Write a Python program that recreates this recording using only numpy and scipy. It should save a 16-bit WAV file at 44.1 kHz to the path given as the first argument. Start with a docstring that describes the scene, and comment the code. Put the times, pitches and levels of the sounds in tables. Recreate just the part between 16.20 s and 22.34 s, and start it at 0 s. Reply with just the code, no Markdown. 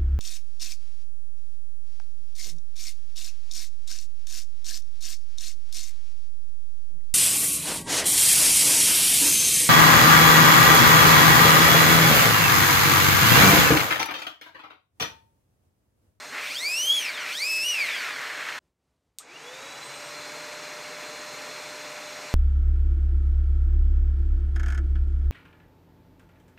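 """Air turbine on a vacuum hose

A hand-held turbine: a thumb turns the vent ring and the rotor whines up and down twice, as blade-pass tones,
while noise peaked at the vent resonance roars over the drone of the running vacuum. A hard cut to the quiet
workshop: filtered impulses click a switch, and the vacuum's fan motor runs up to its steady drone, with tones
locked to its shaft over resonant air noise. One microphone."""
import sys
import numpy as np
from scipy import signal
from scipy.fft import rfft, irfft, next_fast_len
from scipy.io import wavfile
from scipy.ndimage import uniform_filter1d, map_coordinates

SR = 44100
rng = np.random.default_rng(int(sys.argv[2]) if len(sys.argv) > 2 else 0)


def waveform_to_disk(signal):
    """Save audio, clipped to [-1, 1], as 16-bit WAV at the path in sys.argv[1]."""
    frames = np.transpose(np.atleast_2d(signal))
    scaled = np.clip(frames, -1, 1) * 32767
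    samples = np.round(scaled).astype(np.int16)
    wavfile.write(sys.argv[1], SR, samples)


def linear_from_db(decibels):
    """Turn decibels (scalar or array-like) into linear amplitude factors; 0 gives 1."""
    return 10 ** (np.asarray(decibels, float) / 20)


N = 270774
TIME = np.arange(N) / SR
CUT_S = 2.389  # hard cut from the turbine to the workshop


def unit(x):
    """Scaled to rms 1."""
    return x / np.sqrt(np.mean(x ** 2) + 1e-20)


def along(points, hz):
    """Reads (frequency [Hz], value) points on a log frequency axis."""
    point_hz, value = np.transpose(points)
    return np.interp(np.log(hz + 1), np.log(point_hz + 1), value)


def curves(rows):
    """One value per sample for each column after the time."""
    s, *columns = np.transpose(rows)
    return [np.interp(TIME, s, column) for column in columns]


def wobble(rate):
    """A smooth random curve, rate knots a second."""
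    knots = rng.standard_normal(int(N * rate / SR) + 4)
    return map_coordinates(knots, [TIME * rate])


def filtered(x, response):
    """x times a complex response of frequency."""
    size = next_fast_len(N + SR // 2)
    hz = np.fft.rfftfreq(size, 1 / SR)
    return irfft(rfft(x, size) * response(hz), size)[:N]


def modes(rows):
    """Causal response of resonances, listed as (frequency [Hz], width [Hz], level [dB]), alternating in sign."""
    def response(hz):
        total = 0
        for k, (centre, width, db) in enumerate(rows):
            damping = 1j * hz * width
            total = total + (-1) ** k * linear_from_db(db) * damping / (centre * centre - hz * hz + damping)
        return total
    return response


def rush(gain, patchy_db):
    """Rms-1 noise with patches of random gain, coloured by gain(hz, s) of frequency and time."""
    hz, s, z = signal.stft(rng.standard_normal(N), SR, nperseg=512)
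    patches = uniform_filter1d(rng.standard_normal(z.shape), size=5, axis=0)
    patches = uniform_filter1d(patches, size=2, axis=1)
    z = z * linear_from_db(patchy_db * unit(patches)) * gain(hz[:, None], s)
    return unit(signal.istft(z, nperseg=512)[1][:N])


def tone(turns, rough, rate):
    """A sine of rms 1 whose size and phase are shaken by turbulence."""
    shake = 1 + rough * (wobble(rate) + 1j * wobble(rate))
    return unit((shake * np.exp(2j * np.pi * turns)).real)


# the rotor's glides, before inertia and body: (time [s], blade-pass frequency [Hz], whine level [dB])
ROTOR_GLIDES = [(.1, 180.2, -33.5), (.2, 440, -35), (.28, 854, -40.5), (.33, 1300, -41), (.38, 1733, -40.5),
                (0.421, 2050, -31.5), (.46, 2300, -30.5), (.5, 2485, -31), (.545, 2620, -29),
                (.62, 2995, -28), (.7, 3254, -25.5), (.75, 3403, -28), (0.781, 3307, -30),
                (.82, 3010, -35.5), (.87, 2553, -32.5), (.93, 1952, -38), (1, 1508, -33.5),
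                (1.08, 1254, -39.5), (1.139, 1481, -37), (1.23, 2360, -32), (1.28, 2602, -29.5),
                (1.42, 2596, -28.5), (1.46, 2900, -27), (1.505, 2950, -25.5), (1.57, 2640, -29),
                (1.63, 2218, -26.5), (1.69, 1863, -31), (1.77, 1605, -30), (1.9, 1246, -37),
                (2.1, 850, -49)]
# blade-pass multiples 1 to 4: (offset from the whine level [dB])
WHINE_MULTIPLES = [0.5, -4.5, -11.5, -12.5]
# the whine's overtones over their usual level: (time [s], level [dB])
OVERTONE_SWELLS = [(.2, 4), (.33, 5.5), (.38, 7.5), (.42, -0.5), (.46, -1), (.6, 1.5), (.74, -1),
                   (.82, 1.5), (.88, -9), (1.0, -5), (1.1, -1), (1.2, 1.5), (1.36, 0.5), (1.5, -2.5),
                   (1.56, -10), (1.63, -11), (1.7, -8), (1.8, -8), (1.9, -3.5)]
# how well the tool body radiates each pitch: (frequency [Hz], level [dB])
TOOL_BODY = [(200, -19), (900, -21), (1350, -8.5), (1780, -13), (2030, -6), (2300, 1.5), (3100, -3.5),
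             (3270, 7), (3400, 3.5), (3600, 4), (4100, -1.5), (4600, 6.5), (5100, -0.5), (5850, 1.5),
             (6700, -6.5), (7800, -2.5), (9000, -3), (10400, -6), (13500, -12)]
# unequal blades put side tones at whole shaft orders:
# (blade-pass multiple [count], offset [shaft orders], level relative to the multiple [dB])
SIDE_TONES = [(1, -1, -22), (1, 1, -21), (2, -1, -15), (2, 1, -17), (2, 2, -26), (3, -2, -11), (3, -1, -6),
              (3, 1, -10), (4, -2, -8), (4, 1, -12), (4, 4, -12), (4, 9, -10), (4, 12, -8)]


def rotor():
    """Blades chop the air into a whine with shaft-order side tones; its echo trails behind every glide."""
    blades = 12
    blade_hz, whine_db = curves(ROTOR_GLIDES)
    blade_hz = uniform_filter1d(blade_hz, size=1500)  # the rotor's inertia rounds every change of speed
    blade_hz = blade_hz * (1 + .002 * wobble(18))  # the speed wavers slightly
    shaft_turns = np.cumsum(blade_hz) / (SR * blades)
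    overtone_db, = curves(OVERTONE_SWELLS)

    level_db = []
    for k, db in enumerate(WHINE_MULTIPLES, 1):
        multiple_db = whine_db + db + along(TOOL_BODY, k * blade_hz)
        if k > 1:
            multiple_db = multiple_db + overtone_db + 1.3 * wobble(22)
        level_db.append(multiple_db)

    whine = np.zeros(N)
    for k, (db, rough) in enumerate(zip(level_db, [.07, .25, .35, .4]), 1):
        whine += linear_from_db(db + 0.59 * wobble(30)) * tone(k * blades * shaft_turns, rough, rate=110)
    for k, offset, db in SIDE_TONES:
        order = k * blades + offset
        audible = order * blade_hz / blades < SR / 2  # nothing above half the sample rate
        whine += audible * linear_from_db(level_db[k - 1] + db) * tone(order * shaft_turns, 0.57, rate=46)
    whine *= np.interp(TIME, [.1, .13, 2.0, 2.15], [0, 1, 1, 0])
    return whine + linear_from_db(-14) * workshop(whine, delay=.004)


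# the thumb on the vent ring: (time [s], opening [0-1])
VENT_RING = [(.14, 1), (.26, 0.22), (.32, .04), (.38, 0.01), (.74, 0.01), (.8, 0.05), (.86, 0.3),
             (.98, .83), (1.05, 0.73), (1.1, .2), (1.16, 0), (1.22, 0.03), (1.46, 0.02), (1.54, 0.06),
             (1.64, 0.39), (1.78, 0.5), (1.95, 0.97), (2.4, 0.86)]


def vent_roar():
    """Air roars lumpily through the vent slots, peaked at their cavity resonance."""
    shut_hz, open_hz = 2500, 1745  # vent resonance
    open_db, leak_db = -34, -23.5  # open slots; leak through shut slots, relative to that
    full_at = .15  # scale of the opening at which the roar saturates
    air_on_s, air_rise_s, air_before_db = 0.095, 0.044, -13.5  # air starts through the tool
    opening = np.clip(curves(VENT_RING)[0], 0, 1)
    centre_hz = shut_hz + (open_hz - shut_hz) * opening

    def cavity(hz, s):
        centre = np.interp(s, TIME, centre_hz)
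        u = (hz + 1) / centre
        resonance = u ** 0.23 / np.abs(1 - u * u + .55j * u) * np.minimum(u, 1) ** 0.96
        # closing slots raise the resonance and add a narrow whistle on top
        closing = np.clip(centre / 1850 - 1, 0, 1)
        whistle = 1.5 * closing / (0.33 + (hz / 2350 - 1) ** 2 / 0.0072)
        return (1 + whistle) * resonance

    start_db = air_before_db * np.clip(1 - (TIME - air_on_s) / air_rise_s, 0, 1)
    flow_db = 20 * np.log10(linear_from_db(leak_db) + np.tanh(opening / full_at))
    lumps_db = 0.85 * wobble(120) + 1.6 * wobble(17)
    return rush(cavity, patchy_db=-1.0) * linear_from_db(open_db + start_db + flow_db + lumps_db)


# colour of the blade-tip hiss, before speed brightens it: (frequency [Hz], relative density [dB])
HISS_COLOUR = [(1500, -32), (3000, -9.5), (5000, 4), (7000, -4.5), (9000, -2), (10500, -7.5),
               (13000, -11.5), (15700, -14)]


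def blade_hiss():
    """Blade tips tear the air into hiss, brighter and louder with speed, weaker as open vents bypass them."""
    shut_db, open_loss_db = -40.5, -11.5  # slots shut; loss when the air bypasses the blades
    fade_s, fade_db_per_s = 2, -37  # the rotor coasts to rest
    opening = np.clip(curves(VENT_RING)[0], 0, 1)
    speed = curves(ROTOR_GLIDES)[0] / 2500

    def colour(hz, s):
        brightness = 0.39 * np.interp(s, TIME, speed)
        return linear_from_db(along(HISS_COLOUR, hz)) * (hz / 6000 + .2) ** brightness

    level_db = shut_db + open_loss_db * opening + fade_db_per_s * np.maximum(TIME - fade_s, 0)
    level_db = level_db + 0.15 * 20 * np.log10(speed) + .6 * wobble(20)
    return rush(colour, patchy_db=1.5) * linear_from_db(level_db)


# speed still to gain, a quick and a slow part: (shaft speed [Hz], time constant [s])
RUN_UP = [(401, .182), (80, .35)]


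def fan_speed():
    """The shaft turns steadily while warm; after the switch it nears full speed in two exponentials."""
    full_hz, warm_hz, switch_on_s = 601.4, 603, 2.985
    before_cut = TIME < CUT_S + .1  # the extra time covers the crossfade
    since = np.maximum(TIME - switch_on_s, 0)
    missing_hz = sum(hz * np.exp(-since / s) for hz, s in RUN_UP)
    shaft_hz = np.where(before_cut, warm_hz, full_hz - missing_hz)
    speed_db = 20 * np.log10(shaft_hz / full_hz)
    return before_cut, shaft_hz, speed_db


# tones ring through casing and room unevenly on the way up:
# (shaft speed [Hz], shaft tone [dB], fan-blade tone [dB], second blade multiple [dB])
RUN_UP_TONES = [(120, -80, -78, -88), (191, -86, -56, -87.5), (260, -80.5, -75, -89), (332, -61, -54, -82),
                (372, -61, -64, -78), (402, -71, -56, -74), (440, -58, -67, -64), (478, -49, -61, -66),
                (536, -51, -54, -64), (575, -57, -53, -60), (579, -57, -49, -53), (591.5, -46.5, -54, -56),
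                (595.5, -47.5, -50, -65), (599, -47.5, -51, -66)]
# the warm vacuum before the cut: (drone, shaft tone, fan-blade tone, second blade multiple), each a level [dB]
WARM_LEVELS = (-45, -56, -50, -63)
# weak shaft orders: (shaft order [count], level at full speed [dB], growth with speed [dB per dB])
WEAK_ORDERS = [(6, -64, 1.5), (12, -72, .4), (21, -78, 2.5)]
# vacuum casing modes that ring on after a tone sweeps by: (frequency [Hz], width [Hz], level [dB])
CASING_MODES = [(3400, 25, 3), (4660, 33, 19)]


def fan_tones(before_cut, shaft_hz, speed_db):
    """Shaft and blades sound at whole shaft orders, ragged while the fan speeds up, and ring the casing."""
    fan_blades = 7
    turns = np.cumsum(shaft_hz + .3 * wobble(3)) / SR
    speed_hz, *run_db = np.transpose(RUN_UP_TONES)
    shaft_db, blade_db, second_db = [np.where(before_cut, warm, np.interp(shaft_hz, speed_hz, db))
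                                     for warm, db in zip(WARM_LEVELS[1:], run_db)]
    ragged = np.clip(-speed_db / 3, 0, 1)
    tones = linear_from_db(shaft_db + .8 * wobble(2.5)) * tone(turns, 0.052 + .2 * ragged, rate=25)
    tones += linear_from_db(blade_db + 1.2 * wobble(4)) * tone(fan_blades * turns, .2 + 1.3 * ragged, rate=90)
    tones += linear_from_db(second_db) * tone(2 * fan_blades * turns, .4 + .8 * ragged, rate=60)
    for order, db, growth in WEAK_ORDERS:
        tones += linear_from_db(db + growth * speed_db) * tone(round(order) * turns, 0.37, rate=30)
    return tones + filtered(tones, modes(CASING_MODES)) + linear_from_db(-24) * workshop(tones, delay=.004)


# colour of the air drone: (frequency [Hz], relative density [dB])
DRONE_COLOUR = [(15, -67.5), (25, -34), (276, -21.5), (371, -13.5), (461, -9.5), (557, -11.5), (604, -11.5),
                (672, -11), (2200, -9), (3130, -16.5), (4100, -18.5), (4450, -17.5), (6850, -17.5),
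                (12400, -33.5), (15800, -39.5)]
# hose and casing resonances: (frequency [Hz], width [Hz], boost [dB])
HOSE_RESONANCES = [(140.6, 34, 11), (279, 75, 10.5), (362, 24, -6.5), (461, 150, 1), (810, 17, 2.5),
                   (1003, 20, 6), (1358, 35, 4), (1800, 26.1, 0.5), (2267, 60, 3), (2440, 40, 4),
                   (2640, 35, 5), (2863, 40, 5.5), (3090, 202, -3), (3445, 49, 8), (3610, 63, 3),
                   (3994, 130, 8.5), (4750, 54, 5), (5600, 44, 8), (6580, 110, 4.5)]


def air_drone(before_cut, speed_db):
    """Air rushes through resonant hose and casing, quieter and duller while the fan is slow."""
    full_db, growth = -40, 1.35  # level at full speed after the run-up; dB per dB of speed
    open_db = 2.5  # more drone escapes through open slots

    def dull(hz, s):
        index = np.minimum(s * SR, N - 1).astype(int)
        return linear_from_db(0.7 * speed_db[index] * np.log2(1 + hz / 4000))

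    def colour(hz):
        boost_db = sum(db / (1 + (2 * (hz - centre) / width) ** 2) for centre, width, db in HOSE_RESONANCES)
        return linear_from_db(along(DRONE_COLOUR, hz) + boost_db)

    level_db = np.where(before_cut, WARM_LEVELS[0], full_db + growth * speed_db)
    level_db = level_db + before_cut * open_db * curves(VENT_RING)[0]
    air = unit(filtered(rush(dull, patchy_db=1), colour))
    return air * linear_from_db(level_db + 0.3 * wobble(4.8))


# swell of the low hum: (time [s], level [dB])
HUM_SWELL = [(3.3, -89), (3.65, -59), (4, -64), (5, -66), (6.14, -71)]


def low_hum():
    """A low hum, likely the idling rotor's shaft, glides up and settles exponentially."""
    start_hz, settled_hz, start_s, settle_s = 100, 169, 3.3, .46
    since = np.maximum(TIME - start_s, 0)
    hum_hz = settled_hz - (settled_hz - start_hz) * np.exp(-since / settle_s)
    return linear_from_db(curves(HUM_SWELL)[0]) * tone(np.cumsum(hum_hz) / SR, 0.43, rate=11)


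def vacuum():
    """One fan speed drives the shaft and blade tones and the air drone; the low hum joins in."""
    before_cut, shaft_hz, speed_db = fan_speed()
    return fan_tones(before_cut, shaft_hz, speed_db) + low_hum() + air_drone(before_cut, speed_db)


# switch lead-in and snap, before the rocker's filter: (time [s], relative level [dB])
SWITCH_SNAPS = [(2.98598, -32), (2.98624, -18)]
# plastic rocker: (frequency [Hz], width [Hz], level [dB])
ROCKER_MODES = [(3800, 1800, -7), (6830, 1100, 0), (8840, 1500, -2), (13500, 2500, -12.5)]


def switch():
    """The rocker snaps over: impulses ring its plastic and the workshop answers with a short bright tail."""
    snap = np.zeros(N)
    for s, db in SWITCH_SNAPS:
        snap[round(s * SR)] = linear_from_db(db + 14.5)
    click = filtered(snap, modes(ROCKER_MODES))
    return click + linear_from_db(-2.5) * workshop(click, delay=0.0006)


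# the workshop's decay: (frequency [Hz], time to fall 60 dB [s])
WORKSHOP_DECAY = [(500, 0.28), (4000, 0.19), (7000, 0.21), (14000, 0.06)]


def workshop(x, delay):
    """The room's answer, delayed by some seconds: noise in which each frequency dies at its own speed."""
    hz, s, z = signal.stft(rng.standard_normal(SR // 2), SR, nperseg=128)
    decay = linear_from_db(-60 * s / along(WORKSHOP_DECAY, hz)[:, None])
    tail = signal.istft(z * decay, SR, nperseg=128)[1]
    delayed = np.pad(x, (round(delay * SR), 0))
    return signal.fftconvolve(delayed, tail / np.linalg.norm(tail))[:N]


# colour of the still room: (frequency [Hz], relative density [dB])
ROOM_COLOUR = [(15, -57.5), (25, -28), (48, -6), (65, -2.5), (113, -8), (587, -17), (1590, -26.5),
               (8000, -33.5), (11000, -37), (15800, -53)]


def room_tone():
    """The still room: steady coloured noise whose level wavers."""
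    noise = filtered(rng.standard_normal(N), lambda hz: linear_from_db(along(ROOM_COLOUR, hz)))
    return linear_from_db(-78 + 2.2 * wobble(15)) * unit(noise)


def scene():
    """The turbine on the running vacuum until the cut, then the still room, the switch and the run-up."""
    before_cut = np.clip((CUT_S - TIME) / 0.0045 + .5, 0, 1)
    switched_on = np.clip((TIME - SWITCH_SNAPS[0][0]) / 0.0072, 0, 1)
    turbine = rotor() + vent_roar() + blade_hiss()
    mono = before_cut * turbine + (before_cut + switched_on) * vacuum() + switch() + room_tone()
    return np.array([mono, mono])


def top_cut(x):
    """Nothing passes above the cut-off."""
    return signal.sosfilt(signal.butter(12, 16570, fs=SR, output="sos"), x)


# the microphone's colour: (frequency [Hz], level [dB])
MICROPHONE_COLOUR = [(20, -0.5), (7500, 0), (8800, 0), (10300, -3), (12400, 3), (14000, 1.5), (15700, -4.5)]


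def record(dry):
    """A mono microphone on both channels colours the sound and ends sharply at its top frequency."""
    top_hz = 15740

    def microphone(hz):
        return linear_from_db(along(MICROPHONE_COLOUR, hz)) * (hz < top_hz)

    mix = np.array([filtered(side, microphone) for side in dry])
    return top_cut(mix)


dry = scene()
out = record(dry)
waveform_to_disk(out)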